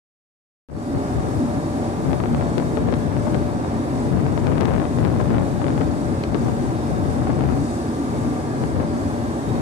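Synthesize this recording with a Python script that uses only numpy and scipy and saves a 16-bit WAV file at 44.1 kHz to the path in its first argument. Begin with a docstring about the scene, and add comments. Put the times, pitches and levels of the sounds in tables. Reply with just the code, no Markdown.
"""On the deck of a ship in sea ice. After 0.7 s of silence a steady roar of engines and ventilation fades
in, coloured by the surrounding steel. Gusts buffet the microphone, mostly its left port, and overload it
into flat-topped thuds. From 2.1 s steep-fronted eddies slap, knock and splutter, thickest in the squalls
at 4.5-5.8 s. One light tick comes from close by at 6.2 s; gusts and roar go on to the end."""
import sys
import numpy as np
from scipy import signal
from scipy.fft import rfft, irfft, next_fast_len
from scipy.io import wavfile
from scipy.ndimage import uniform_filter1d, map_coordinates

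SR = 44100
rng = np.random.default_rng(int(sys.argv[2]) if len(sys.argv) > 2 else 0)


def dump_mix(stems):
    """Bounce the given channels to the path in sys.argv[1] as a 16-bit WAV at rate SR."""
    frames = np.atleast_2d(stems).T  # one column per channel
    limited = np.clip(frames, -1, 1)  # hard clip at full scale
    pcm = np.round(limited * 32767).astype(np.int16)
    wavfile.write(sys.argv[1], SR, pcm)


N = 423801

# wind pressure course: (time [s], level [dB])
WIND_COURSE = [(0.75, -7.5), (0.83, -26), (1.07, -25), (1.3, -19.5), (1.67, -25.5), (2.03, -23),
               (2.23, -17.5), (3.05, -17.5), (3.2, -14.5), (3.51, -17), (3.83, -26), (4.13, -9.5),
               (4.33, -12.5), (4.51, -7), (4.78, -7), (4.91, -21), (5.03, -6), (5.5, -12.5), (5.7, -12),
               (5.95, -17.5), (6.15, -13.5), (6.24, -29), (6.45, -10.5), (6.7, -20.5), (7.05, -17),
               (7.3, -13), (7.6, -13.5), (7.78, -33), (7.98, -34), (8.2, -17.5), (8.5, -22.5), (9.0, -23),
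               (9.43, -29), (9.57, -14)]
# single gusts: (time [s], level [dB], half length [s])
GUSTS = [(.957, -6.5, 0.012), (1.178, -8.5, 0.012), (1.378, -17, .01), (2.115, -9.5, 0.031),
         (2.35, -20, 0.022), (2.58, -18, 0.022), (2.915, -17, .028), (5.34, -14, 0.032), (6.33, -16, .028),
         (6.92, -19, 0.022), (7.41, -13, .028), (8.64, -27, 0.032), (8.79, -11, 0.034)]
# soft puffs at the right port: (time [s], level [dB], half length [s])
LEE_PUFFS = [(.96, -23, .013), (1.18, -24, .013), (1.39, -22, .013), (2.37, -16, .013), (2.45, -28, .013)]
def wind(left_db=-2.5, lee_db=-24, flutter_db=2.4, flutter_hz=12):
    """Gusting turbulence: the left port faces the wind, the right lies in the lee."""
    gust = (amp(curve(WIND_COURSE)) + swells(GUSTS)) * amp(flutter_db * wobble(flutter_hz))
    flow = amp(left_db) * gust * turbulence() + knocks()
    left = slaps(flow) + splutter()
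    right = (amp(lee_db) * gust + swells(LEE_PUFFS)) * turbulence()
    return np.array([left, right])


# turbulence spectrum: (frequency [Hz], relative density [dB])
EDDY_SPECTRUM = [(10, -3), (25, -3.5), (60, -5), (130, -1), (250, -10), (500, -18), (1000, -36.5),
                 (2000, -43.5), (6000, -76)]
def turbulence(split_hz=380):
    """Port pressure at rms 1: small eddies ride the flanks of large ones."""
    eddies = filtered(rng.standard_normal(N), lambda hz: amp(along(EDDY_SPECTRUM, hz)))
    large = filtered(eddies, lambda hz: 1 - highpass(hz, split_hz))
    shear = unit(abs(np.gradient(large)))
    return unit(large + (eddies - large) * shear)


# hardest eddies, left port: (time [s], relative front level [dB], relative flurry level [dB])
HARD_SLAPS = [(2.1304, -22, -21), (2.2011, -26, -22), (2.2368, -27.5, -20), (2.2574, -27, -33),
              (2.3466, -25, -31), (2.4099, -28.5, -21), (2.424, -31, -26), (2.5802, -16, -21),
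              (2.5984, -26, -27), (2.6225, -30, -24), (2.7711, -24.5, -17.5), (2.8868, -27.5, -25),
              (2.9246, -26, -17), (2.9387, -23, -28), (3.1662, -29, -28), (3.267, -35, -21),
              (3.2799, -30, -27), (3.3447, -24.5, -23), (3.647, -30, -34), (4.2646, -26.5, -32),
              (4.3765, -24, -26), (4.4573, -33, -28), (4.4687, -22, -23), (4.4765, -29, -24),
              (4.5167, -29, -27), (4.5546, -31, -28), (4.5802, -23, -25), (4.604, -29, -22),
              (4.6085, -17, -21), (4.6165, -26, -24), (4.6303, -27, -20), (4.649, -28, -24),
              (4.654, -19, -33), (4.6888, -30, -25), (4.7067, -29, -27), (4.7275, -31, -31),
              (4.7373, -28, -31), (4.7616, -26.5, -29), (4.781, -27, -31), (4.7985, -26, -29),
              (4.8159, -29, -27), (4.8386, -33, -29), (4.8529, -25.5, -30), (4.9858, -26.5, -19),
              (5.049, -22.5, -19), (5.0757, -30, -23), (5.1983, -29, -14.5), (5.211, -29, -31),
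              (5.3039, -29, -27), (5.3156, -32, -28), (5.382, -24, -19), (5.6158, -27.5, -29),
              (5.6421, -25.5, -25), (5.6658, -28, -36), (5.682, -25, -30), (5.7034, -27, -34),
              (5.7774, -25.5, -22), (5.8101, -25, -22), (5.817, -31, -35), (5.8315, -32, -34),
              (6.345, -22.5, -23), (6.3505, -28, -30), (7.2706, -31, -25), (7.3008, -28, -23),
              (7.3896, -31, -33), (7.4076, -26.5, -29), (7.4204, -30, -30), (7.437, -27, -32),
              (8.6375, -28.5, -26), (8.7986, -32, -14.5), (8.828, -35, -25)]
def slaps(flow, front_gain_db=25, swing_hz=230, steepness=2.5, decay_s=0.00048, delay_s=0.001217,
          gap_s=0.0011, wake_gain_db=4.5, wake_attack_s=0.001, wake_decay_s=0.0061, wake_hz=580):
    """Each eddy displaces the flow with a steep pressure front; a flurry of small eddies trails it."""
    rows = list(HARD_SLAPS) + squall_slaps()
    fronts, wakes, displaced = np.zeros((3, N + SR))
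    t = np.arange(-SR // 20, SR // 20) / SR
    wake = (t > 0) * (1 - np.exp(-abs(t) / wake_attack_s)) * np.exp(-abs(t) / wake_decay_s)
    for time_s, front_db, flurry_db in rows:
        polarity, detune = rng.standard_normal(2)
        swing = np.sin(2 * np.pi * swing_hz * amp(0.4 * detune) * t)
        front = np.tanh(steepness * swing) * np.exp(-abs(t) / decay_s)
        start = round((time_s + delay_s) * SR) - len(t) // 2
        span = slice(start, start + len(t))
        fronts[span] += np.sign(polarity) * amp(front_db + front_gain_db) * front
        wakes[span] += amp(flurry_db + wake_gain_db) * wake
        displaced[span] += np.exp(-(t / gap_s) ** 2)
    flurry = band(rng.standard_normal(N), wake_hz, octaves=0.75)
    return fronts[:N] + (flow + wakes[:N] * flurry) * np.clip(1 - displaced[:N], 0, 1)


def splutter(gain_db=-13, centre_hz=2100, decay_s=0.0056, lead_s=0.00091, rough_db=4):
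    """Finest eddies of each hard slap: dry grit, gone in milliseconds."""
    t = np.arange(SR // 20) / SR
    envelope = np.zeros(N + SR)
    for time_s, front_db, _ in HARD_SLAPS:
        start = round((time_s - lead_s) * SR)
        envelope[start:start + len(t)] += amp(front_db + gain_db) * np.exp(-t / decay_s)
    grit = rng.standard_normal(N) * amp(rough_db * wobble(900))
    return envelope[:N] * band(grit, centre_hz, octaves=0.84)


# squalls: (start [s], end [s], slap rate [1/s], relative front level [dB])
SQUALLS = [(4.479, 4.86, 55, -33), (4.99, 5.4, 16.4, -33), (5.593, 5.83, 35, -38)]
def squall_slaps(scatter_db=2, flurry_db=-33, slots=40):
    """Lesser eddies strewn unevenly through each squall; columns as HARD_SLAPS."""
    rows = []
    for start_s, end_s, rate_hz, front_db in SQUALLS:
        times_s = start_s + (np.arange(slots) + rng.random(slots)) / rate_hz
        levels_db = front_db + scatter_db * rng.standard_normal(slots)
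        rows += [(s, db, flurry_db) for s, db in zip(times_s, levels_db) if s < end_s]
    return rows


# hard knocks: (time [s], half length [s], level [dB], swing rate [Hz])
KNOCKS = [(2.129, 0.0085, -7.5, 300), (2.583, .006, -9, 300), (2.778, .004, -14, 440),
          (2.924, 0.0062, -9, 255), (3.349, .007, -9.5, 300), (4.615, 0.012, -5.5, 200),
          (4.655, 0.0055, -9, 204), (5.209, 0.01, -18, 400), (5.815, .007, -7, 290),
          (6.353, 0.0048, -5, 280), (7.299, .007, -9.5, 320), (7.416, 0.016, -16, 248)]
def knocks():
    """Air shakes the left port in a few large, uneven pressure swings."""
    swing_hz = curve([(s, hz) for s, _, _, hz in KNOCKS])
    envelope = swells([(s, db, half_s) for s, half_s, db, _ in KNOCKS])
    return envelope * shaking(swing_hz, spread_octaves=0.5, wander_hz=450)


# engine roar course: (time [s], gain [dB])
ENGINE_COURSE = [(.8, -0.5), (1, 1.1), (1.5, -.8), (2, -0.5), (6, -0.5), (6.7, -0.45), (8.2, -0.7),
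                 (9.6, -0.4)]
# roar arriving straight from the right: (frequency [Hz], power share [0-1])
DIRECT_SHARE = [(50, 0.57), (170, 1), (300, 0.93), (480, 1), (800, 0.64), (1650, 0.61), (2200, 0),
                (4000, 0.17), (8000, 0.01)]
def machinery(level_db=-23, throb_db=0.43, throb_hz=9.8, hiss_hz=4500):
    """Engine and fan roar, part direct, part scattered by the steelwork."""
    share = lambda hz: np.clip(along(DIRECT_SHARE, hz), 0, 1)
    direct = filtered(from_right(rng.standard_normal(N)), lambda hz: colour(hz) * np.sqrt(share(hz)))
    scattered = filtered(rng.standard_normal((2, N)), lambda hz: colour(hz) * np.sqrt(1 - share(hz)))
    roar = amp(level_db) * unit(flicker(direct + scattered))
    hiss = filtered(roar, lambda hz: highpass(hz, hiss_hz))
    engine_gain = amp(curve(ENGINE_COURSE) + throb_db * wobble(throb_hz))
    return (roar - hiss) * engine_gain + ventilation(hiss)


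# roar spectrum: (frequency [Hz], relative density [dB])
ROAR_SPECTRUM = [(30, -21), (45, -15), (75, 1.5), (135, -1), (195, -3.5), (300, -2), (480, -9.5), (760, -9),
                 (1150, -16.5), (2000, -27), (3000, -35), (7500, -40), (10300, -39.5), (13000, -48)]
# deck, duct and turbine resonances: (centre [Hz], width [Hz], lift [dB])
RESONANCES = [(137, 26, 2), (237, 27, 11), (273, 20, 9), (323, 66, 6), (410, 16, 6), (441, 14, 6),
              (540, 12, 4.5), (744, 35, 5), (1592, 114, 4), (1713, 78, 4.5), (3385, 100, 3.5),
              (3719, 220, 4.5), (3734, 35, 3), (4301, 230, 4), (4428, 56, 8), (4830, 140, 7.5),
              (5165, 87, 3.5), (5410, 94, 2.5), (5850, 70, 5)]
def colour(hz):
    """Roar gain: a broad spectrum lifted at each resonance."""
    lift_db = sum(db * np.exp(-(2 * (hz - centre_hz) / width_hz) ** 2)
                  for centre_hz, width_hz, db in RESONANCES)
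    return amp(along(ROAR_SPECTRUM, hz) + lift_db)


def flicker(roar):
    """Narrow bands of the upper roar waver independently."""
    # (frequency [Hz], depth [dB])
    depths = [(400, 0), (700, 1.2), (2500, 1.2), (3700, 1.8), (5500, 1.8), (8000, 1)]
    hz, _, spectra = signal.stft(roar, SR, nperseg=2048)
    patches = uniform_filter1d(rng.standard_normal(spectra.shape[1:]), size=3, axis=0)
    patches = unit(uniform_filter1d(patches, size=14, axis=1))
    gain = amp(along(depths, hz)[:, None] * patches)
    return signal.istft(spectra * gain, SR, nperseg=2048)[1][:, :N]


# ventilation hiss course: (time [s], relative level [dB])
HISS_COURSE = [(1.1, -47), (1.31, -44), (2.02, -48), (5.81, -47.5), (6.61, -46), (7.44, -48.5),
               (7.85, -44.5), (8.4, -44.5), (8.8, -49), (9.6, -45.5)]
def ventilation(hiss, depths=(0.64, 0.39), waver_db=1.3, waver_hz=9):
    """Hiss swells slowly at both ports and wavers separately at each."""
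    course_db = curve(HISS_COURSE)
    swell_db = course_db - course_db.mean()
    return hiss * amp([depth * swell_db + waver_db * wobble(waver_hz) for depth in depths])


# fan blade tone: (time [s], note [dB], octave [dB])
FAN_LEVELS = [(1.4, -37, -52), (2.4, -41, -55), (3.5, -35.5, -54), (3.71, -58, -49), (3.9, -39.5, -56),
              (5, -38, -58), (6.4, -41.5, -56), (7.05, -41, -62), (7.6, -41, -58), (7.8, -36.5, -53),
              (7.92, -61, -53), (8.05, -44, -47), (8.17, -42, -56), (8.3, -44, -45), (8.53, -48, -49),
              (8.68, -53, -53), (8.82, -32, -58), (9.1, -42.5, -56), (9.6, -44, -54)]
# turbine whine: (time [s], then one level [dB] per tone of TURBINE_HZ)
TURBINE_LEVELS = [(1, -78, -78, -68, -76, -80), (2.6, -77, -77, -67, -72, -78),
                  (3.1, -74, -76, -73, -74, -78), (5.3, -72, -75, -74, -73, -75),
                  (6.2, -70, -73, -74, -74, -74), (6.8, -75, -75, -73, -72, -79),
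                  (7.6, -73, -77, -75, -73, -73), (8.1, -70, -77, -68, -65, -68),
                  (8.4, -71, -77, -68, -66, -66), (8.7, -75, -78, -76, -75, -79),
                  (9.4, -76, -79, -75, -75, -79)]
TURBINE_HZ = (3681, 3734, 4329, 4424, 4848)
def machine_tones(drone_hz=50, drone_db=-37, fan_hz=589.8, speed_drift=0.00111):
    """Engine drone, turbine whine and fan note share one drifting speed; each wavers."""
    shaft_s = np.cumsum(1 + speed_drift * wobble(3)) / SR

    def tone(hz, level_db, blur_rad):
        return amp(level_db) * unit(np.sin(2 * np.pi * hz * shaft_s + blur_rad * wobble(25)))

    drone = tone(drone_hz, drone_db + 2 * wobble(2.54), blur_rad=0.4)
    whine = sum(tone(hz, curve(TURBINE_LEVELS, column) + 4 * wobble(7.6), blur_rad=0.8)
                for column, hz in enumerate(TURBINE_HZ, start=1))
    blade = tone(fan_hz, curve(FAN_LEVELS), blur_rad=0.58) * amp(2.5 * wobble(7))
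    octave = tone(2 * fan_hz, curve(FAN_LEVELS, column=2), blur_rad=0.7)
    return from_right(drone + whine + blade) + octave


# rumble surges: (time [s], level [dB], half length [s])
SURGES = [(.925, -22, 0.037), (1.02, -26, 0.028), (1.115, -27, .014), (1.412, -21, 0.018),
          (1.585, -25, 0.018)]
def deck_surges(centre_hz=275):
    """Lumps of rumble at the deck's main resonance."""
    rumble = unit(shaking(centre_hz, spread_octaves=0.1706, wander_hz=110))
    return from_right(swells(SURGES) * rumble)


# nearby tick: (time [s], level [dB])
TICKS = [(6.2375, -25)]
def tick(centre_hz=2100, t60_s=0.016):
    """Tiny dry broadband snap, equally near both ports."""
    t = np.arange(N) / SR
    grain = band(rng.standard_normal((2, N)), centre_hz, octaves=0.72)
    return grain * sum(amp(db - 60 * abs(t - s) / t60_s) * (t >= s) for s, db in TICKS)


def amp(db):
    """Decibels to gain."""
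    return 10 ** (np.asarray(db) / 20)


def unit(x):
    """Scale to rms 1."""
    return x / np.sqrt(np.mean(x ** 2) + 1e-20)


def along(rows, hz):
    """Interpolate (frequency [Hz], value) rows on a log axis."""
    knots_hz, values = np.transpose(rows)
    return np.interp(np.log(hz + 1), np.log(knots_hz + 1), values)


def curve(rows, column=1):
    """Interpolate one column of (time [s], values...) rows per sample."""
    columns = np.transpose(rows)
    return np.interp(np.arange(N) / SR, columns[0], columns[column])


def swells(rows):
    """Sum of bell envelopes from (time [s], level [dB], half length [s]) rows."""
    t = np.arange(N) / SR
    return sum(amp(db) * np.exp(-0.5 * ((t - s) / half_s) ** 2) for s, db, half_s in rows)


def wobble(rate_hz):
    """Smooth random curve, rate_hz knots a second."""
    knots = rng.standard_normal(int(N * rate_hz / SR) + 4)
    return map_coordinates(knots, [np.arange(N) * rate_hz / SR])


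def shaking(hz, spread_octaves, wander_hz):
    """Constant-height sine of wandering frequency."""
    pace_hz = hz * 2 ** (spread_octaves * wobble(wander_hz))
    return np.sin(2 * np.pi * np.cumsum(pace_hz) / SR)


def filtered(x, response):
    """Apply response(hz) by FFT."""
    size = next_fast_len(N + SR // 2)
    return irfft(rfft(x, size) * response(np.fft.rfftfreq(size, 1 / SR)), size)[..., :N]


def highpass(hz, corner_hz):
    """Fourth-order high-pass gain."""
    return hz ** 4 / (hz ** 4 + corner_hz ** 4)


def band(x, centre_hz, octaves):
    """Band-pass with a log-frequency bell; output rms 1."""
    return unit(filtered(x, lambda hz: np.exp(-0.5 * (np.log2((hz + 1) / centre_hz) / octaves) ** 2)))


def from_right(x, lag_s=0.00031):
    """Mono to stereo, late at the left port."""
    return np.array([filtered(x, lambda hz: np.exp(-2j * np.pi * hz * lag_s)), x])


def overload(x, ceiling=0.25, hardness=6, hiss_hz=3000, spared_share=0.35):
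    """Gusts flatten the wave; part of the hiss escapes choking."""
    hiss = spared_share * filtered(x, lambda hz: highpass(hz, hiss_hz))
    rest = x - hiss
    return rest / (1 + abs(rest / ceiling) ** hardness) ** (1 / hardness) + hiss


# ship at the left port, relative to the right: (frequency [Hz], gain [dB])
LEFT_RESPONSE = [(300, 0), (1200, 1), (2000, 0.8), (4500, 0.5), (6000, 4.5), (8300, 7.5), (9700, 0),
                 (11000, -2.5), (12200, -3), (13000, -26)]
def scene():
    """Ship, wind and tick as pressure at the two ports."""
    left, right = machinery() + machine_tones() + deck_surges()
    left = filtered(left, lambda hz: amp(along(LEFT_RESPONSE, hz)))
    return np.array([left, right]) + wind() + tick()


def record(dry, coupling_hz=14, low_cut_hz=62, start_s=0.687, fade_s=0.21, top_hz=13300):
    """Input overload, low cut, fade-in, band limit."""
    # input coupling: flat tops droop, edges overshoot
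    coupled = filtered(overload(dry), lambda hz: 1j * hz / (1j * hz + coupling_hz))
    thinned = filtered(coupled, lambda hz: hz ** 4 / np.hypot(hz ** 4, low_cut_hz ** 4))
    age_s = np.arange(N) / SR - start_s
    fade_in = (age_s > 0) * (1 - np.exp(-(abs(age_s) + 0.013) / fade_s))
    return filtered(thinned * fade_in, lambda hz: hz < top_hz)


dry = scene()
out = record(dry)
dump_mix(out)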